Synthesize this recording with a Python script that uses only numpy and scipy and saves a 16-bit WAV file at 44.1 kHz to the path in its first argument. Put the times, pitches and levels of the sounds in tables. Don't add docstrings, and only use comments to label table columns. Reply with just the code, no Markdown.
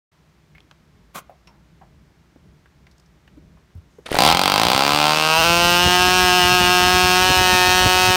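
import sys
import numpy as np
from scipy import signal
from scipy.fft import rfft, irfft, next_fast_len
from scipy.io import wavfile
from scipy.ndimage import uniform_filter1d, map_coordinates

SR = 44100
rng = np.random.default_rng(int(sys.argv[2]) if len(sys.argv) > 2 else 0)


def int16_out(signal):
    q = np.round(np.clip(np.atleast_2d(signal).T, -1, 1) * 32767)
    wavfile.write(sys.argv[1], SR, q.astype(np.int16))


N = 359856
TIME_S = np.arange(N) / SR


def amp(db):
    return 10 ** (np.asarray(db) / 20)


def unit(x):
    return x / np.sqrt(np.mean(x ** 2) + 1e-20)


def along(points, hz):
    knots_hz, values = np.transpose(points)
    return np.interp(np.log(hz + 1), np.log(knots_hz), values)


def curves(rows):
    times_s, *columns = np.transpose(rows)
    return [np.interp(TIME_S, times_s, column) for column in columns]


def fade(start_s, end_s):
    return np.interp(TIME_S, [start_s, end_s], [0, 1])


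def bell(centre_s, spread_s):
    return np.exp(-.5 * ((TIME_S - centre_s) / spread_s) ** 2)


def spells(rows, edge_s=.008):
    switch = lambda s: fade(s - edge_s, s + edge_s)
    return sum(depth * (switch(start_s) - switch(end_s)) for start_s, end_s, depth in rows)


def envelope(start_s, attack_s, hold_s, db, release_db_per_s, depth_db=40):
    t = TIME_S - start_s - attack_s
    attack_db = depth_db * np.minimum(t, 0) / attack_s
    return amp(db + attack_db - release_db_per_s * np.maximum(t - hold_s, 0))


def wobble(rate_hz):
    knots = rng.standard_normal(int(N * rate_hz / SR) + 4)
    return map_coordinates(knots, [TIME_S * rate_hz])


def jumps(rate_hz, glide_s=.008):
    index = np.cumsum(rng.random(N) < rate_hz / SR)
    return uniform_filter1d(rng.standard_normal(N)[index], int(glide_s * SR))


def filtered(x, response):
    size = next_fast_len(N + SR // 2)
    return irfft(rfft(x, size) * response(np.fft.rfftfreq(size, 1 / SR)), size)[:N]


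def noise(spectrum):
    return unit(filtered(rng.standard_normal(N), lambda hz: amp(along(spectrum, hz))))


def resonance(hz, centre_hz, width_hz):
    return 1j * hz * width_hz / (centre_hz ** 2 - hz ** 2 + 1j * hz * width_hz)


def ring(x, spectrum, size=8192):
    cepstrum = irfft(np.log(amp(along(spectrum, np.fft.rfftfreq(size, 1 / SR)))))
    cepstrum[1:size // 2] *= 2
    cepstrum[size // 2 + 1:] = 0
    body = irfft(np.exp(rfft(cepstrum)))
    return signal.fftconvolve(x, body / np.linalg.norm(body))[:N]


def impulses(positions, sizes, half_taps=8):
    index = positions.astype(int)[:, None] + np.arange(1 - half_taps, half_taps + 1)
    offset = index - positions[:, None]
    shape = np.sinc(offset) * np.cos(np.pi * offset / (2 * half_taps)) ** 2
    return np.bincount(index.ravel(), (shape * sizes[:, None]).ravel(), N)[:N]


def place(sound, start_s):
    return np.pad(sound, (round(start_s * SR), N))[:N]


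# (frequency [Hz], level [dB])
RUMBLE_SPECTRUM = [(15, -45), (25, -29), (59, 2.5), (107, -9), (162, -1), (230, -12.5), (447, -19),
                   (500, -27), (650, -21), (1100, -120)]
HUSH_SPECTRUM = [(210, -14), (350, 3.5), (424, -5.5), (971, -3), (2190, -7), (2650, -10), (5790, -15),
                 (10400, -25.5), (15100, -26), (15800, -33)]
# (time [s], spread [s], rise [dB])
RUMBLE_SWELLS = [(1.55, .15, 4), (1.95, .12, 3.5), (2.42, .07, 2.5), (3.49, .12, 6)]


def outdoors(rumble_db=-56.5, uneven_db=1.9, hush_db=-63.5):
    swell_db = sum(db * bell(s, spread_s) for s, spread_s, db in RUMBLE_SWELLS)
    rumble = amp(rumble_db + swell_db + uneven_db * wobble(8)) * noise(RUMBLE_SPECTRUM)
    return rumble + amp(hush_db) * noise(HUSH_SPECTRUM)


def hit(start_s, db, pitch_hz, t60_s, width, crack_db=-30):
    t = np.arange(SR // 4) / SR
    burst = rng.standard_normal(len(t)) * amp(-60 * t / t60_s)
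    ratio = np.fft.rfftfreq(len(t), 1 / SR) / pitch_hz
    body = irfft(rfft(burst) * resonance(ratio, 1, width) / (1 + .5j * ratio), len(t))
    crack = amp(crack_db) * burst * np.exp(-t / t60_s)
    return place(amp(db) * (body / np.abs(body).max() + crack), start_s)


# (time [s], level [dB], pitch [Hz], t60 [s], width / pitch [ratio])
FINGER_TICKS = [(0.55, -42, 2170, 0.071, .08), (0.581, -40.5, 2230, .026, 0.17),
                (.604, -41, 3600, 0.018, 0.33), (.712, -35, 1900, 0.018, 1.1),
                (1.472, -45, 5440, 0.087, 0.03), (1.473, -40.5, 2600, 0.06, 0.45),
                (2.658, -44.5, 1580, 0.047, 0.25), (2.868, -42, 2190, 0.035, 0.51),
                (2.9125, -49, 5200, .05, 0.28), (2.981, -49, 5600, .02, .3),
                (2.998, -47, 5540, 0.023, 0.18), (3.0595, -54, 5610, 0.03, .1),
                (3.276, -46, 2700, .03, 0.17), (3.278, -41, 1500, 0.02, .3)]


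def ticks(trestle_db=-10):
    metal = sum(hit(*row, crack_db=-19) for row in FINGER_TICKS)
    wood = sum(hit(s, db + trestle_db, pitch_hz=750, t60_s=.04, width=1) for s, db, *_ in FINGER_TICKS)
    return metal + wood


# (frequency [Hz], t60 [s])
YARD_DECAY = [(200, 0.19), (2000, 0.31), (12000, 0.011)]


def yard(x, size=256):
    hz, t, spectra = signal.stft(rng.standard_normal(SR // 3), SR, nperseg=size)
    decay = amp(-60 * t / along(YARD_DECAY, hz)[:, None])
    tail = signal.istft(spectra * decay, SR, nperseg=size)[1]
    tail = np.pad(tail, (SR // 200, 0))
    return signal.fftconvolve(x, tail / np.linalg.norm(tail))[:N]


# (frequency [Hz], level [dB])
RASP_SPECTRUM = [(88, -35), (150, -5), (327, -14), (474, -14), (564, -9), (919, -12), (1050, -1),
                 (1520, -8), (1780, -20), (2250, -12), (5000, -23), (5960, -19), (15800, -23)]


def rasp(grain_db=1.2):
    stroke = envelope(start_s=1.133, attack_s=.019, hold_s=.036, db=-33.3, release_db_per_s=1000)
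    return stroke * amp(grain_db * wobble(300)) * noise(RASP_SPECTRUM)


# (time [s], level [dB], pitch [Hz], t60 [s])
TRESTLE_KNOCKS = [(1.295, -33, 655, 0.14), (1.478, -47, 900, .45), (1.813, -39, 750, 0.14),
                  (2.36, -39.5, 312, 0.047), (3.373, -37.5, 303, .05), (3.572, -51, 1000, .1),
                  (3.751, -32, 79.4, 0.057), (3.772, -33.5, 84, 0.082), (3.985, -34.5, 406, 0.085)]


def knocks():
    return sum(hit(*row, width=.28) for row in TRESTLE_KNOCKS)


# (start [s], attack [s], hold [s], level [dB], release [dB/s])
CONE_PUSHES = [(4.053, .01, .003, -28, 600), (4.068, .037, .02, -30, 200), (4.11, .027, .05, -27.5, 200)]
# (frequency [Hz], level [dB])
GRIND_SPECTRUM = [(100, -2), (600, 1), (2000, 1.5), (4000, -4), (7000, -16), (10000, -14.5), (15500, -37)]


def starter(grain_db=5.5):
    pressure = sum(envelope(*row) for row in CONE_PUSHES)
    return pressure * unit(amp(grain_db * wobble(250)) * noise(GRIND_SPECTRUM))


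# (time [s], level [dB], pitch [Hz])
COMPRESSION_PUFFS = [(4.09, -22, 910), (4.117, -4.5, 480), (4.126, -16, 450), (4.1449, -3.5, 660),
                     (4.152, -8, 780), (4.168, -3.5, 760), (4.175, -11, 708)]


def puffs(t60_s=.0082, breath_db=-17):
    t = np.arange(SR // 20) / SR
    out = np.zeros(N)
    for start_s, db, hz in COMPRESSION_PUFFS:
        swing = np.sin(2 * np.pi * hz * t) + amp(breath_db) * rng.standard_normal(len(t))
        out += place(amp(db - 60 * t / t60_s) * swing, start_s)
    return out


# (start [s], attack [s], hold [s], relative level [dB], release [dB/s])
AIR_STREAMS = [(4.107, 0.12, .03, -33, 22), (5.2, 0.21, 3, -32.7, 25)]
# (time [s], relative level [dB])
AIR_LUMPS = [(4.35, -28), (4.67, -29), (4.75, -29), (4.94, -30), (5.4, -29), (5.5, -27), (5.62, -29),
             (5.66, -25), (5.87, -16.5), (6.08, -27), (6.24, -24), (6.45, -22), (6.53, -24.5),
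             (6.625, -19.5), (6.82, -25), (6.87, -26), (6.95, -22), (7.05, -21), (7.22, -26),
             (7.308, -18.5), (7.38, -24), (7.41, -20.5), (7.54, -22), (7.69, -22), (7.76, -27),
             (7.865, -14.5), (7.96, -27), (8.095, -19)]
# (frequency [Hz], level [dB])
PUSH_SPECTRUM = [(20, -44), (45, -5), (75, -1), (120, -4.5), (250, -14), (500, -21.5), (1000, -31),
                 (2000, -48), (12000, -85)]
EDGE_SPECTRUM = [(80, -30), (250, 0), (500, -3), (1000, -10), (2500, -20), (6000, -34), (12000, -60)]


def wash(gust, lump_s=.012, gust_db=3, push_db=-1.5, edge_db=-9, edge_power=1.2):
    stream = sum(envelope(*row) for row in AIR_STREAMS) * unit(amp(gust_db * gust))
    lumps = sum(amp(db) * bell(s, lump_s) for s, db in AIR_LUMPS)
    force = np.hypot(stream, lumps)
    air = noise(PUSH_SPECTRUM)
    local_rms = np.sqrt(np.abs(uniform_filter1d(air ** 2, int(2 * lump_s * SR))) + 1e-6)
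    push = amp(push_db) * force * air / local_rms
    return push + amp(edge_db) * force ** edge_power * noise(EDGE_SPECTRUM)


# (time [s], speed [turns/s])
SPEED_CLIMB = [(4.1878, 54.33), (4.263, 77.64), (4.399, 92.13), (4.544, 99.52), (4.756, 132.97),
               (4.933, 147.24), (5.332, 159.18), (5.451, 169.37)]
SPEED_RUNNING = [(5.6, 172.7), (5.79, 175.9), (5.82, 177.6), (6.16, 182.8), (6.32, 180.2), (6.36, 181.6),
                 (6.42, 178.3), (6.54, 181.5), (6.63, 178.5), (6.73, 181.0), (6.8, 179.7), (6.92, 182.1),
                 (7.15, 181.8), (7.27, 185.0), (7.63, 181.6), (7.78, 183.3), (8.13, 183.8)]
FULL_SPEED_HZ = 181


def speed_hz():
    return curves([*SPEED_CLIMB, *SPEED_RUNNING])[0]


def shaft_turns(slip_s=5.411, slip_length_s=.028, slip_turns=.175):
    turns = np.cumsum(speed_hz()) / SR - slip_turns * fade(slip_s, slip_s + slip_length_s)
    return turns - turns[round(SPEED_CLIMB[0][0] * SR)]


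# (time [s], depth [0-1])
MISFIRE_DEPTH = [(4.6, 1), (4.95, 0.49), (5.19, 0.36), (5.24, 0.14), (5.33, 0.06)]


def mixture():
    prime = 1 - fade(4.255, 4.33)
    misfire = np.clip(curves(MISFIRE_DEPTH)[0], 0, 1)
    rich = 1 - fade(5.36, 5.48)
    return prime, misfire, rich


# (frequency [Hz], level [dB])
CLATTER_SPECTRUM = [(40, -22), (170, -1), (450, -3), (950, 0), (1500, -4), (1800, -14), (2100, -8),
                    (3000, -4), (4800, -6), (6800, -17), (9000, -18), (10500, -25), (15500, -23)]


def clatter(turns, gust, base_db=-33, rich_db=.5, prime_db=-5, swell_db=4.5, gust_db=1.8):
    prime, _, rich = mixture()
    gain = fade(4.183, 4.19) * amp(base_db + rich_db * rich + prime_db * prime)
    swell = unit(amp(swell_db * np.cos(2 * np.pi * (turns - .5))))
    flare = unit(amp(gust_db * gust * fade(5.9, 6.4)))
    return gain * swell * flare * noise(CLATTER_SPECTRUM)


# (time [s], level against a full bang [dB])
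STUTTER_TURNS = [(5.166, -5), (5.282, -7)]


def firings(turns, base_db=9.5, prime_db=4.5, rich_db=-1.5, miss_db=-24.5, saved_charge_db=4):
    prime, misfire, rich = mixture()
    bang_db = base_db + prime_db * prime + saved_charge_db * misfire + rich_db * rich
    odd_turn_db = np.where(prime > 0, -1, miss_db * misfire)
    turn = np.arange(int(turns[-1]) + 1)
    positions = np.interp(turn, turns, np.arange(N))
    index = positions.astype(int)
    size_jitter, time_jitter = rng.standard_normal((len(turn), 2)).T
    weak_db = odd_turn_db[index] * (turn % 2)
    for s, db in STUTTER_TURNS:
        weak_db[np.argmin(np.abs(positions - s * SR))] = db
    sizes = amp(bang_db[index] + weak_db + .5 * size_jitter)
    late_s = 7e-6 * wobble(30)[index] + 3.5e-6 * time_jitter
    return impulses(positions + late_s * SR, sizes)


def turbulence(pulses, life_s):
    pole = np.exp(-1 / (life_s * SR))
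    power = signal.lfilter([1 - pole], [1, -pole], pulses ** 2)
    return np.sqrt(np.abs(power)) * rng.standard_normal(N)


def bangs(pulses, crack_from_hz=9600, smooth_edge_db=-7, crack_db=-3):
    edge = lambda hz: 1 - 1 / (1 + (hz / crack_from_hz) ** 10)
    body = filtered(pulses, lambda hz: amp(smooth_edge_db * edge(hz)))
    crack = filtered(turbulence(pulses, life_s=.0006), edge)
    return body + amp(crack_db) * crack


def jet(pulses, base_db=-26, rich_db=5.5, misfire_db=15.5, highpass_hz=600):
    _, misfire, rich = mixture()
    bursts = turbulence(pulses, life_s=.0017)
    hiss = filtered(bursts, lambda hz: (hz / (hz - 1j * highpass_hz)) ** 2)
    return amp(base_db + rich_db * rich + misfire_db * misfire) * hiss


# (frequency [Hz], level [dB])
CLIMB_SPECTRUM = [(50, -31), (110, -2), (270, -1), (460, -3.5), (740, 3.5), (1000, 1.5), (1300, -2),
                  (1600, -4.5), (1780, -12), (2100, -6), (2600, -4.5), (3600, -5.5), (4700, -5),
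                  (6900, -21), (9000, -14.5), (10500, -25), (15500, -19.5)]
# (delay [s], gain [ratio])
NEAR_ECHOES = [(.0038, 0.22), (0.011, 0.1)]


def climbing_exhaust(source, yard_db=-12.5):
    echoes = lambda hz: sum(gain * np.exp(-2j * np.pi * hz * delay_s) for delay_s, gain in NEAR_ECHOES)
    near = filtered(ring(source, CLIMB_SPECTRUM), lambda hz: 1 + echoes(hz))
    return near + amp(yard_db) * yard(near)


# (centre [Hz], width [Hz])
PORT_RESONANCES = [(1260, 300), (2640, 340)]
# (time [s], low mode [dB], high mode [dB])
PORT_LEVELS = [(4.6, -20, -24), (4.9, -7, -11), (5.12, -6, -6), (5.22, -9, -2), (5.33, -12, -10),
               (5.42, -4, -20), (5.5, -24, -22), (5.85, -33, -24)]


def port(pipe, flutter_db=2.5, flutter_hz=10):
    out = np.zeros(N)
    for mode, db in zip(PORT_RESONANCES, curves(PORT_LEVELS)):
        gain = amp(db + flutter_db * wobble(flutter_hz))
        out += gain * filtered(pipe, lambda hz: resonance(hz, *mode))
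    return out


# (centre [Hz], width [Hz], gain [ratio])
PRIME_TINT = [(727, 140, 0.56), (1430, 360, -0.65)]
THIN_TINT = [(325, 110, -.8)]
SAG_TINT = [(2880, 160, 0.65), (1445, 240, -0.25)]
SURGE_TINT = [(1830, 130, -.6), (2050, 200, -.6), (2720, 150, .5)]
# (start [s], end [s], depth [0-1])
SAG_SPELLS = [(5.6, 5.7, .4), (5.8, 5.995, 1), (6.08, 6.11, .6), (6.4, 6.48, 1), (6.6, 6.68, 1),
              (6.79, 6.86, .6)]
SURGE_SPELLS = [(6.0, 6.07, 1), (6.12, 6.2, 1), (6.32, 6.39, 1), (6.5, 6.59, 1), (6.7, 6.78, .8),
                (7.0, 7.06, .7), (7.1, 7.15, .8), (7.25, 7.38, .7)]


def colour_shifts(pipe):
    def tint(bands):
        return filtered(pipe, lambda hz: sum(gain * resonance(hz, *mode) for *mode, gain in bands))

    prime, _, _ = mixture()
    thinning = bell(centre_s=5.35, spread_s=.08) * tint(THIN_TINT)
    hunting = spells(SAG_SPELLS) * tint(SAG_TINT) + spells(SURGE_SPELLS) * tint(SURGE_TINT)
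    return prime * tint(PRIME_TINT) + thinning + hunting


# (frequency [Hz], level [dB])
BLADE_SPECTRUM = [(2000, -33), (5000, 14.5), (6500, 18), (9000, 8), (10500, 4.5), (13000, 3), (15500, -20)]


def blades(full_speed_db=-32, on_s=3.9):
    gain = amp(full_speed_db) * (TIME_S > on_s) * (speed_hz() / FULL_SPEED_HZ) ** 4
    return gain * noise(BLADE_SPECTRUM)


# (frequency [Hz], level [dB])
CLEARING_SPECTRUM = [(50, -30), (170, -5), (345, -3), (500, -3), (690, 0), (860, 0), (1035, -1), (1200, -4),
                     (1400, -1.5), (1620, -3), (1740, -16), (1900, -10), (2070, -15), (2250, -7),
                     (2420, -8), (2600, 0), (2780, 0), (2950, -4), (3100, -2.5), (3350, -11), (3900, -9),
                     (4700, -10)]
TREBLE_SPECTRUM = [(5750, -11), (6000, -17), (6300, -14), (7100, -27), (8600, -16), (10500, -27),
                   (15000, -19.5), (20000, -50)]
# (shaft order [multiple], level [dB])
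HAND_ABOVE_ORDERS = [(1, -7), (2, 0), (3, -14), (4, 1.5), (5, 0.5), (6, -2), (7, -2), (8, -4), (9, 1.5),
                     (10, -7), (11, -7.5), (12, -13), (13, -6), (14, -3), (15, -4), (16, -2), (17, -3),
                     (18, -6.5), (19, -8), (20, -9), (21, -9), (22, -11), (23, -11.5), (24, -7.5),
                     (25, -12.5), (26, -11), (27, -15.5), (28, -11.5), (29, -5), (30, -12.5)]
HAND_BESIDE_ORDERS = [(1, -14), (2, -2), (3, -10.5), (4, 1), (5, 2), (6, -4), (7, -4), (8, -6), (9, -1.5),
                      (10, 0), (11, -8.5), (12, -13), (13, -6), (14, -2.5), (15, -3), (16, -3.5),
                      (17, -3.5), (18, -6.5), (19, -12.5), (20, -6.5), (21, -8), (22, -10), (23, -9),
                      (24, -4.5), (25, -11.5), (26, -14), (27, -14), (28, -10), (29, -9), (30, -13.5)]


def running_exhaust(source, yard_db=-20):
    def coloured(orders):
        harmonics = [(order * FULL_SPEED_HZ, db) for order, db in orders]
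        return ring(source, [(FULL_SPEED_HZ / 4, -24)] + harmonics + TREBLE_SPECTRUM)

    settled, moved = fade(5.66, 5.95), fade(7.2, 7.26)
    clearing = ring(source, CLEARING_SPECTRUM + TREBLE_SPECTRUM)
    steady = (1 - moved) * coloured(HAND_ABOVE_ORDERS) + moved * coloured(HAND_BESIDE_ORDERS)
    buzz = (1 - settled) * clearing + settled * steady
    return buzz + amp(yard_db) * yard(buzz)


SCATTER_DELAYS_S = [.00045, .0009, .0013, .0019, .0024, .0031, .0038, .0047]


def scattered(buzz, level_db=-5.5, highpass_hz=4200, jump_hz=12, flutter_depth=.35, flutter_hz=60):
    treble = filtered(buzz, lambda hz: hz / (hz - 1j * highpass_hz))
    copies = np.zeros(N)
    for delay_s in SCATTER_DELAYS_S:
        strength = jumps(jump_hz) + flutter_depth * wobble(flutter_hz)
        copies += strength * np.roll(treble, round(delay_s * SR))
    return buzz + amp(level_db) * copies / np.sqrt(len(SCATTER_DELAYS_S))


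# (time [s], centre [Hz], gain [ratio])
HONK_GLIDE = [(5.24, 1400, 0), (5.31, 1250, .5), (5.36, 1000, 1), (5.41, 680, .8), (5.44, 650, 0)]


def honk(pipe, width_hz=130):
    centre_hz, gain = curves(HONK_GLIDE)
    carrier = np.exp(2j * np.pi * np.cumsum(centre_hz) / SR)
    pole = np.exp(-np.pi * width_hz / SR)
    baseband = signal.lfilter([1 - pole], [1, -pole], pipe / carrier)
    return 2 * gain * np.real(carrier * baseband)


def exhaust(turns, bass_lag_s=.001063, lag_corner_hz=1600):
    pulses = firings(turns)
    source = bangs(pulses) + jet(pulses)
    buzz = running_exhaust(source)
    running = fade(5.1, 5.36)
    pipe = (1 - running) * climbing_exhaust(source) + running * scattered(buzz)
    voiced = pipe + port(pipe) + colour_shifts(pipe) + honk(pipe)
    lag_cycles = lambda hz: bass_lag_s * lag_corner_hz * np.arctan(hz / lag_corner_hz)
    return filtered(voiced, lambda hz: np.exp(-2j * np.pi * lag_cycles(hz)))


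def scene(hands_yard_db=-20.5):
    turns, gust = shaft_turns(), wobble(28)
    engine = exhaust(turns) + clatter(turns, gust) + blades()
    hands = ticks() + knocks() + rasp()
    cranking = starter() + puffs()
    return (hands + amp(hands_yard_db) * yard(hands) + cranking + wash(gust) + engine + outdoors())[None]


def record(dry, ceiling=.76, hardness=5, top_hz=15850, rolloff_hz=300):
    opened = dry[0] * fade(.115, .12)
    rounded = opened / (1 + np.abs(opened / ceiling) ** hardness) ** (1 / hardness)
    return filtered(rounded, lambda hz: np.clip((top_hz - hz) / rolloff_hz + .5, 0, 1))[None]


dry = scene()
out = record(dry)
int16_out(out)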